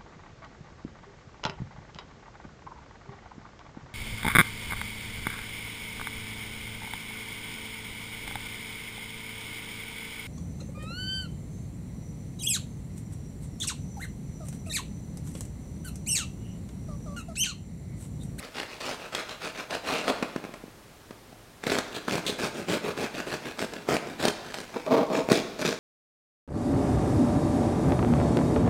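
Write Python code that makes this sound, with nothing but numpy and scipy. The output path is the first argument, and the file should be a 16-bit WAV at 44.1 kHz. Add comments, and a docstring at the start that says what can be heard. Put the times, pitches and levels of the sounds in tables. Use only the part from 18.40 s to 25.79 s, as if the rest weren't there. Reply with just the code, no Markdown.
"""A serrated knife saws through a hot crusty loaf on a board: many tiny fractures crack, sparkle and thump the loaf.
Larger snaps are single cracks with a push on the loaf; on moist crumb or hard crust the blade sticks and slips.
One slice peels off, falls and rocks with dull thuds made by impulses into a board spectrum; then a second cut begins.
A hard-walled kitchen answers with early echoes and a decaying noise tail, over a steady low rush of shaped noise."""
import sys
import numpy as np
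from scipy import signal
from scipy.fft import rfft, irfft, next_fast_len
from scipy.io import wavfile
from scipy.ndimage import uniform_filter1d

SR = 44100
rng = np.random.default_rng(int(sys.argv[2]) if len(sys.argv) > 2 else 0)


def master(y):
    """Save y as 16-bit WAV."""
    cut = np.clip(np.atleast_2d(y).T, -1, 1)
    pcm = np.round(cut * 32767)  # scale
    wavfile.write(sys.argv[1], SR, pcm.astype(np.int16))


N = 325899

# How hollow and how uneven the crackle is along the two cuts. Each row: time in seconds,
# loaf body in dB re crackle, scatter of fracture sizes in dB.
CRACKLE_ALONG_CUT = [(0.1, 1.5, 3), (0.8, -3.5, 3), (1.3, 0, 1.5), (1.55, 3, -1), (3.3, 2.5, 9.5),
                     (4.2, 7.5, 0), (4.7, 2, 2), (5.55, 5.5, 4.5), (5.88, 5, 3), (6.15, -1, 6.5),
                     (6.92, 8.5, 4.5), (7.3, 5.5, 7.5)]
# Spectra of the hollow loaf, the cracking crust and its crisp flakes.
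# Each row: frequency in Hz, relative level in dB.
LOAF_BODY_SPECTRUM = [(30, -26), (60, -18.5), (100, -7.5), (160, 0), (220, -1), (400, -0.5), (550, -3),
                      (700, -6), (1000, -28.5), (2500, -41)]
CRACK_SPECTRUM = [(200, -39), (500, -2), (750, 2.5), (1000, 0), (1500, 1.5), (1950, -2.5), (2500, -0.5),
                  (3200, -14.5), (5000, -26), (12000, -56)]
CRISP_SPECTRUM = [(1000, -20.5), (2400, -5), (3400, 1.5), (4700, -1.5), (6300, -6.5), (8500, -10.5),
                  (10500, -17), (16000, -29)]


def sawing():
    """Brittle fracture in clumps: cracks, sparkles and thumps are largest just after each uneven tooth catch."""
    crack_gain, crisp_gain = crumbling()
    cut_s, body_db, coarse_db = np.transpose(CRACKLE_ALONG_CUT)
    body_gain = crack_gain * amp(np.interp(np.arange(N) / SR, cut_s, body_db))

    times = np.sort(rng.uniform(0, N / SR, size=16000))
    at = (times * SR).astype(int)
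    teeth_per_s = 58 * np.exp(.45 * wobble(45))
    teeth = np.cumsum(teeth_per_s) / SR
    since_catch = teeth[at] % 1  # fraction of the way to the next catch

    clumping, hard_spots = 1.4, .55  # in units of the size scatter
    thump_scatter_db, sparkle_scatter_db = 4, 2.5
    scatter_db = np.interp(times, cut_s, coarse_db)
    luck = np.minimum(rng.standard_normal((3, len(times))), 2)
    sizes = amp(scatter_db * (luck[0] - clumping * since_catch + hard_spots * wobble(60)[at]))
    thumps = sizes * amp(thump_scatter_db * luck[1]) * rng.choice([-1, 1], len(times))
    sparkles = sizes * amp(sparkle_scatter_db * luck[2])

    span = .05  # s, over which the mean power is held
    thump_train = even(pushes(times, thumps), span)
    crack_train = even(bursts(times, sizes, life=0.00046, size=64), span)
    sparkle_train = even(bursts(times, sparkles, life=0.00078, size=48), span)
    loaf = ring(body_gain * thump_train, LOAF_BODY_SPECTRUM)
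    crust = ring(crack_gain * crack_train, CRACK_SPECTRUM)
    flakes = ring(crisp_gain * sparkle_train, CRISP_SPECTRUM)
    crackle = wandering_colour(amp(-0.32) * crust + amp(-0.43) * flakes, depth_db=2.48)
    return amp(-1.5) * loaf + crackle


# Between strokes the wedged blade keeps the crust crackling faintly.
# Each row: start in seconds, end in seconds, relative level in dB.
WEDGED_BLADE = [(0.12, 0.69, -55), (3.24, 7.4, -55)]
HARDEST_SHARE = 0.57  # how far into a stroke the hand bears down most
# The slice peels off, crumbling ever less.
PEEL_S, PEEL_DB, PEEL_FADE_DB_PER_S, PEEL_CRISP_DB = 1.72, -43.5, 46, -5


def crumbling():
    """Crackle loudness follows force: crackle and crisp gains from strokes, peeling slice and wedged blade."""
    crack, crisp = 0, 0
    for start, length, db, crisp_db in strokes():
        hardest = start + HARDEST_SHARE * length
        shape = swell(start, hardest, start + length, bite_db=-3, ease_db=-6.5, rise=0.023, release=0.025)
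        force = amp(db) * shape
        crack = crack + force
        crisp = crisp + force * amp(crisp_db)
    t = np.arange(N) / SR
    peel = (t > PEEL_S) * amp(PEEL_DB - PEEL_FADE_DB_PER_S * np.abs(t - PEEL_S))
    wedged = sum(amp(db) * ((t > start) & (t < end)) for start, end, db in WEDGED_BLADE)
    wedged_crisp_db = -2.5
    # the wedged crackle adds in power
    crack_gain = np.hypot(per_sample(crack) + peel, wedged)
    crisp_gain = np.hypot(per_sample(crisp) + peel * amp(PEEL_CRISP_DB), wedged * amp(wedged_crisp_db))
    return crack_gain, crisp_gain


# A saw cycle is a light draw and a hard push. Each row: draw start in seconds, draw relative level in dB,
# push start in seconds, push length in seconds, push relative level in dB, push crispness in dB re crackle.
SAW_CYCLES = [(0.0, -47.5, 0.155, 0.084, -40.5, -1.5), (0.287, -49.5, 0.41, 0.14, -38, -2.5),
              (0.597, -44.5, 0.728, 0.11, -37.5, -5.5), (0.869, -43.5, 1.015, 0.087, -38.5, -3),
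              (1.153, -40.5, 1.305, 0.073, -38, -3.5), (1.441, -42.5, 1.47, 0.14, -36.5, -2.5),
              (1.608, -42, 1.684, 0.022, -31.5, -3.5), (3.23, -44, 3.275, 0.121, -32.5, -4),
              (3.521, -44, 3.681, 0.11, -33.5, -3.5), (3.856, -40, 3.99, 0.097, -37, -0.5),
              (4.144, -42.5, 4.286, 0.093, -33.5, -3), (4.437, -35.5, 4.575, 0.1, -34, -7),
              (4.742, -38.5, 4.87, 0.1, -38, -4.5), (5.031, -42, 5.187, 0.066, -37.5, -3),
              (5.323, -46.5, 5.487, 0.085, -30, -6), (5.654, -47, 5.8, 0.1, -32, -5.5),
              (6.052, -46, 6.145, 0.1, -43, -2.5), (6.323, -44, 6.5, 0.11, -41.5, -9),
              (6.725, -39.5, 6.9, 0.096, -32.5, -1), (7.01, -51, 7.198, 0.137, -34.5, -1.5)]
DRAW_S, DRAW_CRISP_DB = 0.087, -1.5  # length of every draw, and its crispness re the push


def strokes():
    """Reciprocating motion: every draw and push as (start s, length s, crackle dB, crispness dB)."""
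    draws = [(s, DRAW_S, db, crisp_db + DRAW_CRISP_DB) for s, db, _, _, _, crisp_db in SAW_CYCLES]
    return draws + [cycle[2:] for cycle in SAW_CYCLES]


def wandering_colour(x, depth_db):
    """Local resonance: each spot of crust rings a little differently, so the colour shifts along the cut."""
    z = signal.stft(x, nperseg=512)[2]
    across_hz = uniform_filter1d(rng.standard_normal(z.shape), size=5, axis=0)
    field = uniform_filter1d(across_hz, size=14, axis=1)
    return signal.istft(z * amp(depth_db * unit(field)), nperseg=512)[1][:N]


# The largest pieces of crust snap. Each row: time in seconds, relative crack level in dB,
# loaf body in dB re crack before mixing, crispness in dB re crack.
CRUST_SNAPS = [(0.749, -28, -5, 3.5), (0.893, -33.5, -5, -5), (1.308, -33, -13, 0), (1.337, -32, -7, -28),
               (1.68, -21, -2, -12), (1.699, -32, 10, -3), (3.238, -27.5, -2, -8.5), (3.269, -22, 3.5, -16),
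               (3.366, -28, 1, -15), (3.386, -26, 5.5, 2), (3.683, -25, 1, -12), (3.865, -33, 5, 6),
               (4.802, -33, 0, -3), (4.939, -29.5, 3, -4), (5.192, -27.5, -14, -4.5), (5.225, -29, 2, -6),
               (5.336, -33, 2, -4.5), (5.54, -29, -3, -7), (5.853, -21.5, 7, 0.5), (5.882, -24, 7.5, 3),
               (6.103, -44, 3, -18), (6.142, -29, -17, -3.5), (6.464, -37, 4, -7), (6.526, -29, 11, -22),
               (6.753, -24, -1, -26), (6.888, -28, 10, -13), (6.918, -22, 14, -0.5)]


def snapping():
    """Sudden release of strain: a large fracture gives one sharp crack and one push on the loaf."""
    s, db, body_db, crisp_db = np.transpose(list(CRUST_SNAPS) + chips())
    crust = ring(bursts(s, amp(db), life=0.0012, size=300), CRACK_SPECTRUM)
    flakes = ring(bursts(s, amp(db + crisp_db), life=0.0044, size=300), CRISP_SPECTRUM)
    loaf = ring(pushes(s, -amp(db + body_db)), LOAF_BODY_SPECTRUM)
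    return amp(21.0) * crust + amp(21.0) * flakes + amp(19.0) * loaf


BITE_DB = -1  # the snap with which each push bites, re its crackle, before mixing
CHIPS_PER_S, CHIP_DB, CHIP_SCATTER_DB = 14, 4.5, 1.5  # random chips under a push; level likewise
# loaf body and crispness of bites and chips re crack, and the scatter of both among the chips
CHIP_BODY_DB, CHIP_CRISP_DB, CHIP_COLOUR_DB = -1.7, -8.5, 4.5


def chips(size=4):
    """Random fracture under load: rows like the snaps, one as each push bites and more while it lasts."""
    rows = []
    for _, _, start, length, db, _ in SAW_CYCLES:
        rows.append((start + .002, db + BITE_DB, CHIP_BODY_DB, CHIP_CRISP_DB))
        draws = rng.random((size, 2))
        scatter = rng.standard_normal((size, 3))
        for (place, chance), (loud, dull, bright) in zip(draws, scatter):
            if chance < CHIPS_PER_S * length / size:
                rows.append((start + place * length, db + CHIP_DB + CHIP_SCATTER_DB * loud,
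                             CHIP_BODY_DB + CHIP_COLOUR_DB * dull, CHIP_CRISP_DB + CHIP_COLOUR_DB * bright))
    return rows


# The side of the blade drags on moist crumb, and the teeth skid over hard crust.
# Each row: start in seconds, hardest point in seconds, end in seconds, relative level in dB.
# An end before the hardest point makes the sound stop at that point.
CRUMB_DRAGS = [(1.49, 1.54, 1.61, -36), (1.685, 1.7, 1.72, -27.5), (6.36, 6.37, 6.07, -27),
               (6.464, 6.478, 6.5, -29), (6.506, 6.53, 6.635, -20), (6.7, 6.79, 6.825, -27.5),
               (6.9, 6.92, 6.87, -19.5)]
CRUST_SKIDS = [(3.54, 3.56, 3.585, -39.5), (3.865, 3.881, 3.905, -30.5)]
# Spectra of the two. Each row: frequency in Hz, relative level in dB.
CRUMB_SPECTRUM = [(40, -66), (100, -20), (170, -5), (235, -1.5), (350, -6.5), (470, -3), (630, -2.5),
                  (780, -9.5), (1150, -10.5), (1500, -24.5), (4000, -31), (8000, -50.5)]
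SKID_SPECTRUM = [(1500, -20), (2500, -5), (3000, -5), (3500, -0.5), (3800, -2), (4200, -3), (5200, -19),
                 (6100, -14), (7000, -17), (8200, -17), (11000, -28)]


def dragging():
    """Friction-driven vibration: moist crumb makes the loaf groan, hard crust gives a bright zip."""
    groan = stick_slip(CRUMB_DRAGS, 330, CRUMB_SPECTRUM)
    zip_sound = stick_slip(CRUST_SKIDS, 260, SKID_SPECTRUM)
    return amp(-1.5) * groan + zip_sound


def stick_slip(rubs, rate, spectrum):
    """Stick-slip: the blade lets go at an uneven rate (about rate slips/s), and every slip rings the spectrum."""
    grip = sum(amp(db) * swell(start, hardest, end, bite_db=0, ease_db=-5.0, rise=0.0013, release=0.018)
               for start, hardest, end, db in rubs)
    phase = np.cumsum(rate * np.exp(.6 * wobble(300))) / SR
    slips = np.diff(np.floor(phase), prepend=0)
    slip_scatter_db = 3
    judder = slips * amp(slip_scatter_db * wobble(400)) * rng.choice([-1, 1], N)
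    return ring(per_sample(grip) * even(judder, span=0.039), spectrum)


# Resonances of the loaf with the blade at three depths.
# Each row: frequency in Hz, width in Hz, lift in dB.
MODES_NEAR_BOARD = [(187, 160, -5), (267, 47, 5), (350, 76, -2), (515, 140, 3), (630, 67, 4.5),
                    (1250, 130, 1.5), (2220, 230, -1.5), (2790, 300, 5), (4070, 700, 1.5),
                    (13500, 7800, 1.5)]
MODES_IN_TOP_CRUST = [(84.5, 32, 3), (126, 33, 0), (245, 43, 2), (430, 200, 2.5), (770, 110, -1.5),
                      (1000, 300, 0), (1640, 190, 3), (2290, 90, -1), (8800, 4900, 3), (13200, 1300, 5.5)]
MODES_MID_LOAF = [(100, 170, -2), (271, 38, 7.5), (370, 76, 1), (470, 59, 3.5), (638, 41, 7.5),
                  (703, 43, -3), (890, 35, 1), (1680, 450, -0.5), (2360, 290, 2), (2920, 310, -4),
                  (6470, 5500, 3.5), (12800, 3800, 2)]


def loaf_colour(x):
    """Modal resonance: near the board in the first cut, then in the top crust, then in mid-loaf."""
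    second_cut, sunk = int(3 * SR), int(6.3 * SR)
    stage = np.searchsorted([second_cut, sunk], np.arange(N))
    flat = [(1, 0)]
    depths = [MODES_NEAR_BOARD, MODES_IN_TOP_CRUST, MODES_MID_LOAF]
    return sum(ring(x * (stage == k), flat, modes) for k, modes in enumerate(depths))


# Soft knocks of slice, loaf and hand on the board.
# Each row: time in seconds, relative thud level in dB, crust crunch in dB re thud before mixing.
BOARD_KNOCKS = [(1.8261, -8, -8), (1.83, -17, -6), (1.961, -10, -13), (2.04, -21, -9), (2.050, -19, -11),
                (2.092, -23, -31), (2.139, -24.5, -3), (2.239, -20.5, -41), (2.281, -30, -34),
                (2.708, -22, -10), (2.927, -31.5, -8.5)]
# Spectrum of the board. Each row: frequency in Hz, relative level in dB.
BOARD_SPECTRUM = [(40, -35), (90, -14), (140, 0.5), (240, 4.5), (400, 1.5), (700, -7), (1200, -28),
                  (3000, -53)]


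def knocking():
    """Impact excitation: the slice topples and rocks with dull thuds, and its crust crunches on the board."""
    s, db, edge_db = np.transpose(BOARD_KNOCKS)
    thud = ring(pushes(s, amp(db + 9.5)), BOARD_SPECTRUM)
    crunch = bursts(s, amp(db + edge_db + 14.0), life=0.0045, size=800)
    return thud + ring(crunch, CRACK_SPECTRUM) + amp(-8.5) * ring(crunch, CRISP_SPECTRUM)


# Reverberation of the kitchen. Each row: frequency in Hz, time to decay by 60 dB in seconds.
KITCHEN_T60 = [(100, 0.3), (300, 0.96), (1000, 0.83), (3000, 1), (6000, 0.69), (14000, 0.12)]
# Strength of the diffuse tail. Each row: frequency in Hz, relative level in dB.
KITCHEN_TAIL_DB = [(100, -15), (300, -12.5), (1000, -5.5), (3000, -8.5), (7000, -8.5), (14000, -11)]


def kitchen(x):
    """Reverberation: early echoes of worktop and near walls, and a diffuse tail decaying at its own speed per band."""
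    hz, t, z = signal.stft(rng.standard_normal(SR), SR, nperseg=256)
    decay = amp(-60 * t / along(KITCHEN_T60, hz)[:, None])
    decay /= np.sqrt(np.mean(decay ** 2, axis=1, keepdims=True) * SR)
    strength = amp(along(KITCHEN_TAIL_DB, hz))[:, None]
    tail = signal.istft(z * decay * strength, SR, nperseg=256)[1]
    response = np.concatenate([np.zeros(int(.008 * SR)), tail])
    walls = (rng.uniform(.002, .025, size=8) * SR).astype(int)
    response[walls] += amp(-20.5) * rng.choice([-1, 1], len(walls))
    return signal.fftconvolve(x, response)[:N]


# Spectrum of the quiet room. Each row: frequency in Hz, relative level in dB.
AIR_SPECTRUM = [(12, -17), (20, -9), (38, 0.5), (74, -5.5), (107, 0), (172, -3.5), (248, -3), (2820, -17.5),
                (3950, -19), (10500, -25), (16000, -29)]


def room_tone():
    """Stationary random noise: the steady low rush of a quiet kitchen."""
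    rush = filtered(rng.standard_normal(N), lambda hz: amp(along(AIR_SPECTRUM, hz)))
    return amp(-51.5) * unit(rush)


def swell(start, hardest, end, bite_db, ease_db, rise, release):
    """Force envelope of one stroke, every 32 samples: it bites, grows to its hardest point, eases and lets go."""
    t = np.arange(0, N, 32) / SR
    knots = np.maximum.accumulate([start - rise, start, hardest, end, end + release])
    return amp(np.interp(t, knots, [-30, bite_db, 2, ease_db, -30], left=-120, right=-120))


def pushes(times, sizes):
    """Impulsive force: a single sample at each time."""
    return np.bincount(np.round(np.abs(times) * SR).astype(int), sizes, N)[:N]


def bursts(times, sizes, life, size=128):
    """Damped fracture: each is a tiny noise burst with its own colour, decaying over life seconds."""
    step = np.arange(size)
    shapes = rng.standard_normal((len(times), size)) * np.exp(-step / SR / life)
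    shapes *= (sizes / np.linalg.norm(shapes, axis=1))[:, None]
    at = np.round(np.abs(times) * SR).astype(int)[:, None] + step
    return np.bincount(at.ravel(), shapes.ravel(), N)[:N]


def ring(x, spectrum, resonances=(), size=8192):
    """Minimum-phase resonance: a causal response of energy 1, its spectrum lifted at the resonances."""
    hz = np.fft.rfftfreq(size, 1 / SR)
    lifts = sum(lift / (1 + (2 * (hz - f) / width) ** 2) for f, width, lift in resonances)
    cepstrum = irfft(np.log(amp(along(spectrum, hz) + lifts)))
    # folding the cepstrum onto positive time makes the response causal
    cepstrum[1:size // 2] *= 2
    cepstrum[size // 2 + 1:] = 0
    response = irfft(np.exp(rfft(cepstrum)))
    return signal.oaconvolve(x, response / np.linalg.norm(response))[:N]


def filtered(x, response):
    """Linear filtering: x times a response of frequency."""
    m = next_fast_len(N + SR // 2)
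    return irfft(rfft(x, m) * response(np.fft.rfftfreq(m, 1 / SR)), m)[:N]


def even(x, span):
    """Power normalisation: hold the mean power near 1 over span seconds, keeping the fine spikes."""
    power = np.abs(uniform_filter1d(x ** 2, max(int(span * SR), 1)))
    return x / np.sqrt(power + 1e-9)


def wobble(rate):
    """Random modulation: a curve through rate random knots a second."""
    return per_sample(rng.standard_normal(int(N * rate / SR) + 2))


def per_sample(control):
    """Linear interpolation: stretch a slow control over the whole length."""
    return np.interp(np.arange(N), np.linspace(0, N, len(control)), control)


def along(points, hz):
    """Logarithmic frequency scale: interpolate (Hz, value) points."""
    f, v = np.transpose(points)
    return np.interp(np.log(hz + 1), np.log(f + 1), v)


def amp(db):
    """Decibel law: dB to amplitude gain."""
    return 10 ** (np.asarray(db) / 20)


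def unit(x):
    """Root-mean-square level: scale to rms 1."""
    return x / np.sqrt(np.mean(x ** 2) + 1e-20)


def scene():
    """Superposition: knife, loaf and board, their reverberation, and the room tone."""
    bread = loaf_colour(sawing() + snapping() + dragging()) + knocking()
    return (bread + kitchen(bread) + room_tone())[None]


TOP_HZ = 16000


def record(dry):
    """Band limiting: nothing remains from TOP_HZ upwards."""
    return np.array([filtered(channel, lambda hz: hz < TOP_HZ) for channel in dry])


dry = scene()
out = record(dry)
master(out)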